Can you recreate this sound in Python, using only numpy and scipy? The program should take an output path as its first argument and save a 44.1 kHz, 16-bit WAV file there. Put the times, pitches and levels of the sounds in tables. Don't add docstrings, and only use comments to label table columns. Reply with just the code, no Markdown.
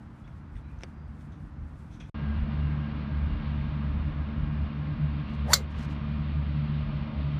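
import sys
import numpy as np
from scipy import signal
from scipy.fft import rfft, irfft, next_fast_len
from scipy.io import wavfile
from scipy.ndimage import uniform_filter1d, minimum_filter1d

SR = 44100
rng = np.random.default_rng(int(sys.argv[2]) if len(sys.argv) > 2 else 0)


def waveform_to_disk(signal):
    frames = np.transpose(np.atleast_2d(signal))
    scaled = np.clip(frames, -1, 1) * 32767
    samples = np.round(scaled).astype(np.int16)
    wavfile.write(sys.argv[1], SR, samples)


N = 325899
TIME = np.arange(N) / SR
FIRST_VIEW_END_S, SECOND_VIEW_START_S, FADE_S = 2.098, 2.1438, 0.0006
IMPACT_S = 5.5329


def from_db(db):
    return 10 ** (np.asarray(db) / 20)


def rms_one(x):
    return x / np.sqrt(np.mean(x ** 2) + 1e-20)


def in_time(rows):
    time_s, *columns = np.transpose(rows)
    return [np.interp(TIME, time_s, column) for column in columns]


def shaped_noise(gain_at):
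    size = next_fast_len(N)
    hz = np.maximum(np.arange(size // 2 + 1) * SR / size, 1)
    spectrum = rfft(rng.standard_normal(size)) * gain_at(hz)
    return rms_one(irfft(spectrum, size)[:N])


def coloured(spectrum):
    points_hz, points_db = np.transpose(spectrum)

    def gain_at(hz):
        level_db = np.interp(np.log(hz), np.log(points_hz), points_db)
        return from_db(level_db) * np.minimum(hz / points_hz[0], 1) ** 2

    return shaped_noise(gain_at)


def drift(rate_hz, step=8):
    count = next_fast_len(N // step + 2)
    low_pass = 1 / (1 + (np.fft.rfftfreq(count, step / SR) / rate_hz) ** 2)
    slow = irfft(rfft(rng.standard_normal(count)) * low_pass, count)
    return np.interp(np.arange(N) / step, np.arange(count), rms_one(slow))


def phase_of(hz):
    return 2 * np.pi * np.cumsum(hz * np.ones(N)) / SR


def narrow_noise(phase, width_hz):
    return (drift(width_hz) * np.cos(phase) + drift(width_hz) * np.sin(phase)) / np.sqrt(2)


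def dying(start_s, t60_s):
    age_s = TIME - start_s
    return (age_s >= 0) * np.exp(-np.log(1000) * np.clip(age_s / t60_s, 0, 10))


def swell(centre_s, length_s):
    return np.cos(np.pi * np.clip((TIME - centre_s) / length_s, -0.5, 0.5))


BREEZE_DB, BREEZE_SWING_DB, BREEZE_SWING_HZ = -51, 4.5, 4.0
# (centre [s], length [s], level [dB])
GUSTS = [(0.558, 0.12, -43), (1.923, 0.29, -46), (2.406, 0.13, -28.5), (3.285, 0.31, -36.5),
         (3.634, 0.23, -41.5), (4.018, 0.34, -39), (4.415, 0.21, -28.5), (6.89, 0.33, -41)]
# (frequency [Hz], relative density [dB])
WIND_COLOUR = [(22, -42), (34, -13), (45, 0), (65, -4), (110, -16), (300, -45), (1000, -90)]


def wind():
    breeze = from_db(BREEZE_DB + BREEZE_SWING_DB * drift(BREEZE_SWING_HZ))
    gusts = sum(from_db(db) * swell(s, length_s) ** 2 for s, length_s, db in GUSTS)
    return (breeze + gusts) * coloured(WIND_COLOUR)


RUSTLE_DB, RUSTLE_SWING_DB, RUSTLE_SWING_HZ = -83.5, 3.5, 7.0
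# (frequency [Hz], relative density [dB])
RUSTLE_COLOUR = [(2000, -19), (3500, 0.5), (6000, 0.5), (9000, 1.5), (14000, -13)]


def rustle():
    return from_db(RUSTLE_DB + RUSTLE_SWING_DB * drift(RUSTLE_SWING_HZ)) * coloured(RUSTLE_COLOUR)


# (centre [s], length [s], pitch [Hz], pitch waver [Hz], level [dB])
BIRDS = [(0.252, .04, 3420, 90, -66), (0.3, .1, 3420, 60, -77), (0.57, .05, 8650, 60, -76),
         (0.66, .12, 3920, 80, -76), (0.7, .18, 2430, 110, -67), (1.01, .22, 4770, 4, -79.5)]


def birds(waver_rate_hz=140.0):
    calls = 0
    for s, length_s, hz, waver_hz, db in BIRDS:
        whistle = np.sin(phase_of(hz + waver_hz * drift(waver_rate_hz)))
        calls = calls + from_db(db) * swell(s, length_s) * whistle
    return calls


FAR_ORDERS_DB = [-49.5, -52.5, -58, -64.5]
# (frequency [Hz], relative density [dB])
FAR_AIR_COLOUR = [(40, -3.5), (75, 3), (130, 4.5), (220, -0.5), (300, -7), (420, -18), (800, -17.5),
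                  (1400, -18.5), (2200, -28.5), (3200, -36.5), (6000, -47), (10000, -66), (15000, -65)]
FAR_AIR_DB = -46.5
FAR_SWELL_S, FAR_SWELL_LENGTH_S, FAR_SWELL_DB = 1.58, 0.8, 6.5


def far_mower(firing_hz=73.9, blur_hz=5.1):
    lift_db = FAR_SWELL_DB * swell(FAR_SWELL_S, FAR_SWELL_LENGTH_S)
    drone = 0
    for order, db in enumerate(FAR_ORDERS_DB, start=1):
        tone = rms_one(narrow_noise(order * phase_of(firing_hz), blur_hz))
        drone = drone + from_db(db + lift_db / order) * tone
    return drone + from_db(FAR_AIR_DB) * coloured(FAR_AIR_COLOUR)


# (frequency [Hz], relative density [dB])
CLICK_COLOUR = [(800, -8), (1900, -3), (2450, 9), (2900, -4), (3400, 7.5), (4100, 0), (4700, -7), (5300, 0),
                (6200, 2.5), (7100, -11), (10000, -14), (15000, -45)]
# (centre [s], length [s], level [dB])
BRUSHES = [(0.82, 0.08, -70), (1.94, 0.1, -67), (2.04, 0.4, -74)]


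def brushes():
    level = sum(from_db(db) * swell(s, length_s) ** 2 for s, length_s, db in BRUSHES)
    return level * coloured(CLICK_COLOUR)


# (time [s], click level [dB], decay t60 [s],
# thud above click [dB], ring pitch [Hz], ring above click [dB])
KNOCKS = [(0.277, -65, 0.05, 0, 2180, 10), (0.555, -72, 0.07, 10, 1850, 19),
          (0.565, -73, 0.15, 12, 3500, 9), (0.7885, -66, .015, -5, 6000, 2),
          (0.809, -65, 0.012, 19, 1500, 14), (0.818, -64, .03, -5, 5400, 3),
          (0.825, -65, .035, 12, 2350, 11), (0.835, -44, 0.0039, 15, 1900, 4),
          (0.8365, -69, 0.08, 21, 380, 28), (0.84, -62, .015, 0, 8650, 6), (1.208, -66, .05, -10, 3300, -3),
          (1.32, -69.5, 0.25, 4, 3500, 2), (1.9995, -65, 0.1, -5, 5950, 3), (2.002, -64, 0.22, 4, 3330, 11),
          (2.003, -70, 0.24, 5, 2450, 16)]
# (frequency [Hz], relative density [dB])
THUD_COLOUR = [(150, -4), (350, 1), (900, -4), (2200, -4), (3200, -14), (6000, -36), (12000, -56)]
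KNOCK_RING_WIDTH_HZ = 220


def knocks(rise_s=0.00007):
    click, thud, hits = coloured(CLICK_COLOUR), coloured(THUD_COLOUR), 0
    for s, db, t60_s, thud_db, ring_hz, ring_db in KNOCKS:
        ring = from_db(ring_db) * narrow_noise(phase_of(ring_hz), KNOCK_RING_WIDTH_HZ)
        envelope = np.clip((TIME - s) / rise_s, 0, 1) * dying(s, t60_s)
        hits = hits + from_db(db) * envelope * (click + from_db(thud_db) * thud + ring)
    return hits


FAR_SHOT_S = 0.8347
# (frequency [Hz], level [dB], decay t60 [s])
FAR_HEAD = [(1850, -47, .018), (2450, -47, .016), (3680, -48, 0.02), (4600, -55, 0.06),
            (5200, -40.5, 0.012), (5700, -39, 0.011), (5980, -41, 0.011)]


def far_ring():
    ring = 0
    for k, (hz, db, t60_s) in enumerate(FAR_HEAD):
        mode = np.sin(2 * np.pi * hz * (TIME - FAR_SHOT_S))
        ring = ring + (-1) ** k * from_db(db) * dying(FAR_SHOT_S, t60_s) * mode
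    return ring


FIRING_HZ, WANDER_HZ, WANDER_RATE_HZ = 73.04, 0.614, 3.08
# (time [s], first [dB], second [dB])
DRONE_LEVEL = [(2.16, -35.5, -53), (2.23, -34, -30.5), (2.3, -27, -45.5), (2.42, -29, -38.5),
               (2.48, -36, -30), (2.62, -28, -35.5), (2.67, -28, -28), (2.74, -33.5, -36), (3.02, -35, -39),
               (3.09, -45, -48), (3.12, -34, -31.5), (3.22, -30, -47), (3.28, -32, -30),
               (3.38, -30.5, -43.5), (3.41, -45, -31.5), (3.47, -30, -34), (3.7, -35, -33.5),
               (3.98, -30, -33.5), (3.99, -33.5, -43.5), (4.08, -28.5, -30.5), (4.12, -47, -40),
               (4.19, -28.5, -34), (4.28, -39.5, -43), (4.56, -29, -31.5), (4.63, -27, -38),
               (4.72, -43, -39.5), (4.83, -33, -28), (4.94, -38, -34), (4.97, -43, -52), (4.99, -55, -33.5),
               (5.04, -34, -25), (5.12, -29.5, -37), (5.21, -47.5, -28), (5.24, -36.5, -44),
               (5.36, -38, -38.5), (5.4, -29.5, -34), (5.5, -31, -37.5), (6.06, -38, -37),
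               (6.1, -32, -29.5), (6.16, -29.5, -39.5), (6.21, -33.5, -30.5), (6.35, -30.5, -38.5),
               (6.4, -29.5, -27), (6.45, -30.5, -45), (6.49, -27, -31.5), (6.71, -39, -29.5),
               (6.78, -31.5, -35), (6.9, -44, -36.5), (7.04, -33, -32.5), (7.12, -47.5, -43),
               (7.18, -27, -35), (7.22, -29.5, -40), (7.28, -33.5, -30), (7.38, -37.5, -29.5)]
UPPER_ORDERS_DB = [-41, -50.5]
SCATTERED_SHARE, BLUR_HZ = 0.2, 4.6
FADING_DB, FADING_RATE_HZ = 1.2, 10.0


def near_drone():
    phase = phase_of(FIRING_HZ + WANDER_HZ * drift(WANDER_RATE_HZ))
    drone = 0
    for order, db in enumerate(in_time(DRONE_LEVEL) + list(UPPER_ORDERS_DB), start=1):
        share = np.clip(SCATTERED_SHARE * order, 0, 1)
        steady = rms_one(np.sin(order * phase + rng.uniform(0, 2 * np.pi)))
        scattered = rms_one(narrow_noise(order * phase, order * BLUR_HZ))
        tone = np.sqrt(1 - share ** 2) * steady + share * scattered
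        drone = drone + from_db(db + FADING_DB * drift(FADING_RATE_HZ)) * tone
    return drone


# (frequency [Hz], relative density [dB])
ROAR_COLOUR = [(300, -15), (450, -11.5), (620, 2.5), (760, -16), (950, -3.5), (1300, -26.5), (3000, -51.5),
               (8000, -83.5)]
ROAR_DB = -58.5
ROAR_SWELL_S, ROAR_SWELL_LENGTH_S, ROAR_SWELL_DB = 7.05, 0.6, -55


def deck_roar():
    swelling = from_db(ROAR_SWELL_DB) * swell(ROAR_SWELL_S, ROAR_SWELL_LENGTH_S)
    return (from_db(ROAR_DB) + swelling) * coloured(ROAR_COLOUR)


# (time [s], level [dB])
HISS_LEVEL = [(2.3, -58.5), (3.3, -58), (3.5, -56), (4.1, -59.5), (4.8, -59), (5.3, -56), (7.39, -55.5)]
# (frequency [Hz], relative density [dB])
HISS_COLOUR = [(1200, -17), (1900, 0), (2700, 3), (3500, -1.5), (4500, -7), (5500, -24.5), (7000, -46.5),
               (9000, -56.5)]
HISS_WAVER_DB, HISS_WAVER_RATE_HZ = 0.9, 7


def cutter_hiss():
    level_db = in_time(HISS_LEVEL)[0] + HISS_WAVER_DB * drift(HISS_WAVER_RATE_HZ)
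    return from_db(level_db) * coloured(HISS_COLOUR)


# (frequency [Hz], width [Hz], level [dB])
CUTTERS = [(950, 35, -63), (1078, 15, -58.5), (2040, 25, -70), (2200, 45, -66)]
# (multiple, level at first [dB], level at the end [dB])
WHINE = [(3, -65, -57), (4, -57.5, -65), (6, -67.5, -65), (7, -65, -66), (8, -77, -66), (9, -74, -69.5)]
WHINE_HZ, WHINE_BLUR_HZ = 403.3, 7


def whine():
    tones = sum(from_db(db) * narrow_noise(phase_of(hz), width_hz) for hz, width_hz, db in CUTTERS)
    phase = phase_of(WHINE_HZ)
    progress = np.clip((TIME - SECOND_VIEW_START_S) / (TIME[-1] - SECOND_VIEW_START_S), 0, 1)
    for multiple, first_db, last_db in WHINE:
        level = from_db(first_db + (last_db - first_db) * progress)
        tones = tones + level * narrow_noise(multiple * phase, WHINE_BLUR_HZ)
    return tones


# (frequency [Hz], relative density [dB])
NEAR_AIR_COLOUR = [(40, -5), (70, 1.5), (115, 1), (230, 0), (300, -14), (400, -18), (750, -20), (1200, -18),
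                   (1800, -23.5), (2600, -30.5), (4400, -49), (5500, -49), (8000, -81), (15000, -84.5)]
NEAR_AIR_DB = -39
# (time [s], level [dB])
WHINE_AIR_GAIN = [(2.3, 1.5), (3.4, 1.06), (5.3, 0), (6.0, 1), (6.35, -0.5), (7.39, 0)]


def near_mower():
    air = from_db(NEAR_AIR_DB) * coloured(NEAR_AIR_COLOUR)
    whine_and_air = from_db(in_time(WHINE_AIR_GAIN)[0]) * (whine() + air)
    return near_drone() + deck_roar() + cutter_hiss() + whine_and_air


# (frequency [Hz], relative density [dB])
SCATTER_COLOUR = [(400, -2.5), (1400, -3), (2600, -8), (3500, -3), (4200, 5), (5200, -1), (7500, -1.5),
                  (8600, -8.5), (12500, -11), (15500, -12.5)]


def turf_scatter(level_db=-24, delay_s=0.0052, t60_s=0.12, side_db=-8):
    mid, side = coloured(SCATTER_COLOUR), from_db(side_db) * coloured(SCATTER_COLOUR)
    envelope = from_db(level_db) * dying(IMPACT_S + delay_s, t60_s)
    return envelope * np.array([mid + side, mid - side])


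# (frequency [Hz], relative density [dB])
ECHO_COLOUR = [(500, -14), (1300, -0.5), (2200, -11), (4300, -13.5), (6000, -20), (9000, -40),
               (14000, -54.5)]
ECHO_DELAY_S, ECHO_RISE_S, ECHO_T60_S, ECHO_DB = 0.15, 0.17, 0.8, -47


def tree_echo():
    clumps_db = 2.5 * drift(25)
    arrival_s = IMPACT_S + ECHO_DELAY_S
    envelope = np.clip((TIME - arrival_s) / ECHO_RISE_S, 0, 1) * dying(arrival_s, ECHO_T60_S)
    return from_db(ECHO_DB + clumps_db) * envelope * coloured(ECHO_COLOUR)


# (centre [s], length [s], level [dB])
RUBS = [(5.33, .12, -73), (5.715, .05, -69), (5.76, .04, -69), (5.82, .1, -62.5), (5.92, .09, -68)]
# (frequency [Hz], relative density [dB])
CLOTH_COLOUR = [(2000, 0), (4000, 0), (6000, -4), (8500, -11), (13000, -20), (15500, -38)]
CREASE_DB, CREASE_RATE_HZ = 4, 35


def clothes():
    rubbing = sum(from_db(db) * swell(s, length_s) for s, length_s, db in RUBS)
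    return rubbing * from_db(CREASE_DB * drift(CREASE_RATE_HZ)) * coloured(CLOTH_COLOUR)


# (delay [s], level [dB])
REFLECTIONS = [(0.0169, -38.5), (0.0265, -30), (.036, -37.5)]


def reflected(x, diffuse_db=-33, diffuse_delay_s=0.017, diffuse_t60_s=0.085):
    age_s = TIME[:SR // 4] - diffuse_delay_s
    decay = from_db(-60 * np.abs(age_s) / diffuse_t60_s)
    spray = rng.standard_normal(len(age_s)) * (age_s > 0) * decay
    diffuse = signal.fftconvolve(x, spray / np.linalg.norm(spray))[:N]
    heard = x + from_db(diffuse_db) * diffuse
    for delay_s, db in REFLECTIONS:
        heard = heard + from_db(db) * np.interp(TIME - round(delay_s * SR) / SR, TIME, x)
    return heard


def width(x, side_db, above_hz=500):
    size = next_fast_len(N)
    treble = np.minimum(np.fft.rfftfreq(size, 1 / SR) / above_hz, 1)
    quadrature = irfft(1j * rfft(x, size) * treble, size)[:N]
    return x + from_db(side_db) * quadrature * np.array([[1], [-1]])


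SPEED_UP_S, SPEED_KEPT, SLOW_DOWN_S = 0.075, 0.7, 0.18
BEAM_S, BEAM_AFTER_S = 0.076, 0.135
AIR_HISS_DB, AIR_HISS_POWER = -39.5, 7.91
# (frequency [Hz], relative density [dB])
AIR_HISS_COLOUR = [(600, -8), (1500, 8.5), (2800, 3), (4500, 10), (7500, 5.5), (12000, 5), (15500, -11.5)]
WAKE_DB, WAKE_POWER = -45, 2.8
# (frequency [Hz], relative density [dB])
WAKE_COLOUR = [(500, -3), (900, 0), (1700, 0), (3000, -7), (5000, -16), (9000, -26), (14000, -45)]
# (pitch at full speed [Hz], pitch power of speed,
# pitch jitter [Hz], sine gain at full speed [dB], level power of speed)
VORTICES = [(990, 1, 35, -34, 1.6), (1500, 1, 80, -46, 3), (1980, 1, 90, -44, 3), (580, .4, 80, -36, 2.4)]


def swish():
    before_s, after_s = np.maximum(IMPACT_S - TIME, 0), np.maximum(TIME - IMPACT_S, 0)
    gathering = 1 / (1 + (before_s / SPEED_UP_S) ** 2)
    slowing = SPEED_KEPT * np.exp(-after_s / SLOW_DOWN_S)
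    speed = np.where(TIME < IMPACT_S, gathering, slowing)
    beam = 1 / (1 + (before_s / BEAM_S + after_s / BEAM_AFTER_S) ** 8)
    air_hiss = from_db(AIR_HISS_DB) * speed ** AIR_HISS_POWER * coloured(AIR_HISS_COLOUR)
    wake = from_db(WAKE_DB) * speed ** WAKE_POWER * coloured(WAKE_COLOUR)
    whoosh = air_hiss + wake
    for hz, pitch_power, jitter_hz, db, level_power in VORTICES:
        phase = phase_of(hz * speed ** pitch_power + jitter_hz * drift(150))
        whistle = np.sin(phase) + 0.7 * narrow_noise(phase, 4 * jitter_hz)
        whoosh = whoosh + from_db(db) * speed ** level_power * whistle
    return beam * whoosh


# (frequency [Hz], relative density [dB])
SOLE_COLOUR = [(350, -6), (550, -2.5), (1000, -13.5), (1400, 6), (2200, -27), (5000, -9)]


def tee(level_db=-12, start_s=5.5388, t60_s=0.02):
    return from_db(level_db) * dying(start_s, t60_s) * coloured(SOLE_COLOUR)


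# (frequency [Hz], relative level [dB], t60 [s])
HEAD = [(1305, -0.5, .018), (1490, -1, .02), (1780, -2, .013), (1950, 0, .014), (2150, -27, .19),
        (2180, -27, .13), (3240, -19, .06), (3505, -38, .14), (3548, -2, .028), (3850, -14, .03),
        (4062, -13.5, .095), (4140, -2, .032), (4310, -10, .025), (4440, -8, .03), (4538, 5, .03),
        (4400, -23, .07), (4565, -19, .09), (4790, -13, .05), (5025, -18, .085), (5230, -13, .04),
        (5490, -8, .03), (5620, -18, .06), (5880, -15, .07), (5870, -5, .025), (5975, -5, .028),
        (6135, -10, .025), (6460, -22, .07), (6660, -11, .025), (6842, 1.5, .028), (7147, -3, .028),
        (7285, -25, .11), (7553, -2, .032), (7790, -13, .043), (8460, -13, .032), (8680, -13, .025),
        (9750, -18, .026), (11150, -18, .026), (11540, -19, .026), (12150, -17, .028), (12750, -18, .028),
        (14150, -20, .026), (14800, -24, .024)]
SHELL_HZ, SHELL_BUILD_S, SHELL_SPREAD_S = 2500, 0.0008, 0.0007
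DOPPLER_DROP, DOPPLER_S = 0.035, 0.04
FLUTTER_DB, FLUTTER_RATE_HZ = 4, 70


def head_ring(head_db=-5.0):
    start = round(IMPACT_S * SR)
    age_s, ring = TIME[:SR // 2], np.zeros(N)
    turned = age_s ** 2 / (age_s ** 2 + DOPPLER_S ** 2)
    lost_s = np.cumsum(DOPPLER_DROP * turned) / SR
    lags_s = rng.uniform(0, SHELL_SPREAD_S, len(HEAD))
    for (hz, db, t60_s), lag_s in zip(HEAD, lags_s):
        in_shell = hz > SHELL_HZ
        since_s = np.maximum(age_s - lag_s * in_shell, 0)
        build = 1 - np.exp(-since_s / SHELL_BUILD_S) * in_shell
        flutter_db = FLUTTER_DB * np.sqrt(turned) * drift(FLUTTER_RATE_HZ)[:len(age_s)]
        envelope = from_db(db + head_db + flutter_db) * build * np.exp(-np.log(1000) * since_s / t60_s)
        ring[start:start + len(age_s)] += envelope * np.sin(2 * np.pi * hz * (since_s - lost_s))
    return ring


# (frequency [Hz], relative density [dB])
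CRACK_COLOUR = [(300, -25.5), (600, -21), (1500, 10), (2600, -6.5), (4200, 14), (7500, 8), (9000, 3),
                (12500, 5.5), (15500, -8)]
SNAP_DB, SNAP_T60_S = -5, 0.005
RADIATION_HZ = 905


def drive(crack_db=-12, crack_t60_s=0.048):
    crack = from_db(crack_db) * dying(IMPACT_S, crack_t60_s)
    snap = from_db(SNAP_DB) * dying(IMPACT_S, SNAP_T60_S)
    blow = head_ring() + (crack + snap) * coloured(CRACK_COLOUR)
    radiation = signal.butter(3, RADIATION_HZ, "high", fs=SR, output="sos")
    return signal.sosfilt(radiation, blow + 1e-18)


def scene():
    breeze = wind()
    first = breeze + rustle() + birds() + far_mower() + brushes() + knocks() + far_ring()
    club = width(swish(), side_db=-23.0) + width(reflected(drive() + tee()), side_db=-24.0)
    second = breeze + near_mower() + turf_scatter() + tree_echo() + clothes() + club
    fade_out = np.clip((FIRST_VIEW_END_S - TIME) / FADE_S, 0, 1)
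    fade_in = np.clip((TIME - SECOND_VIEW_START_S) / FADE_S, 0, 1)
    return first * fade_out + second * fade_in


def limiter(x, ceiling_db=-12, held_db=2.5, hold_s=0.2):
    power = uniform_filter1d(np.mean(x ** 2, axis=0), size=66)
    level_db = 10 * np.log10(np.maximum(power, 1e-12))
    gain_db = np.minimum(ceiling_db - level_db, 0)
    hold = int(hold_s * SR) // 2
    held = minimum_filter1d(np.maximum(gain_db, -held_db), 2 * hold + 1, origin=hold)
    return x * from_db(uniform_filter1d(np.minimum(gain_db, held), size=22))


def record(dry, low_cut_hz=19.0, high_cut_hz=15400):
    low_cut = signal.butter(4, low_cut_hz, "high", fs=SR, output="sos")
    heard = signal.sosfilt(low_cut, dry)
    rounded = 1.5 * np.tanh(limiter(heard) / 1.5)
    high_cut = signal.ellip(10, 0.1, 80, high_cut_hz, fs=SR, output="sos")
    return signal.sosfilt(high_cut, rounded)


dry = scene()
out = record(dry)
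waveform_to_disk(out)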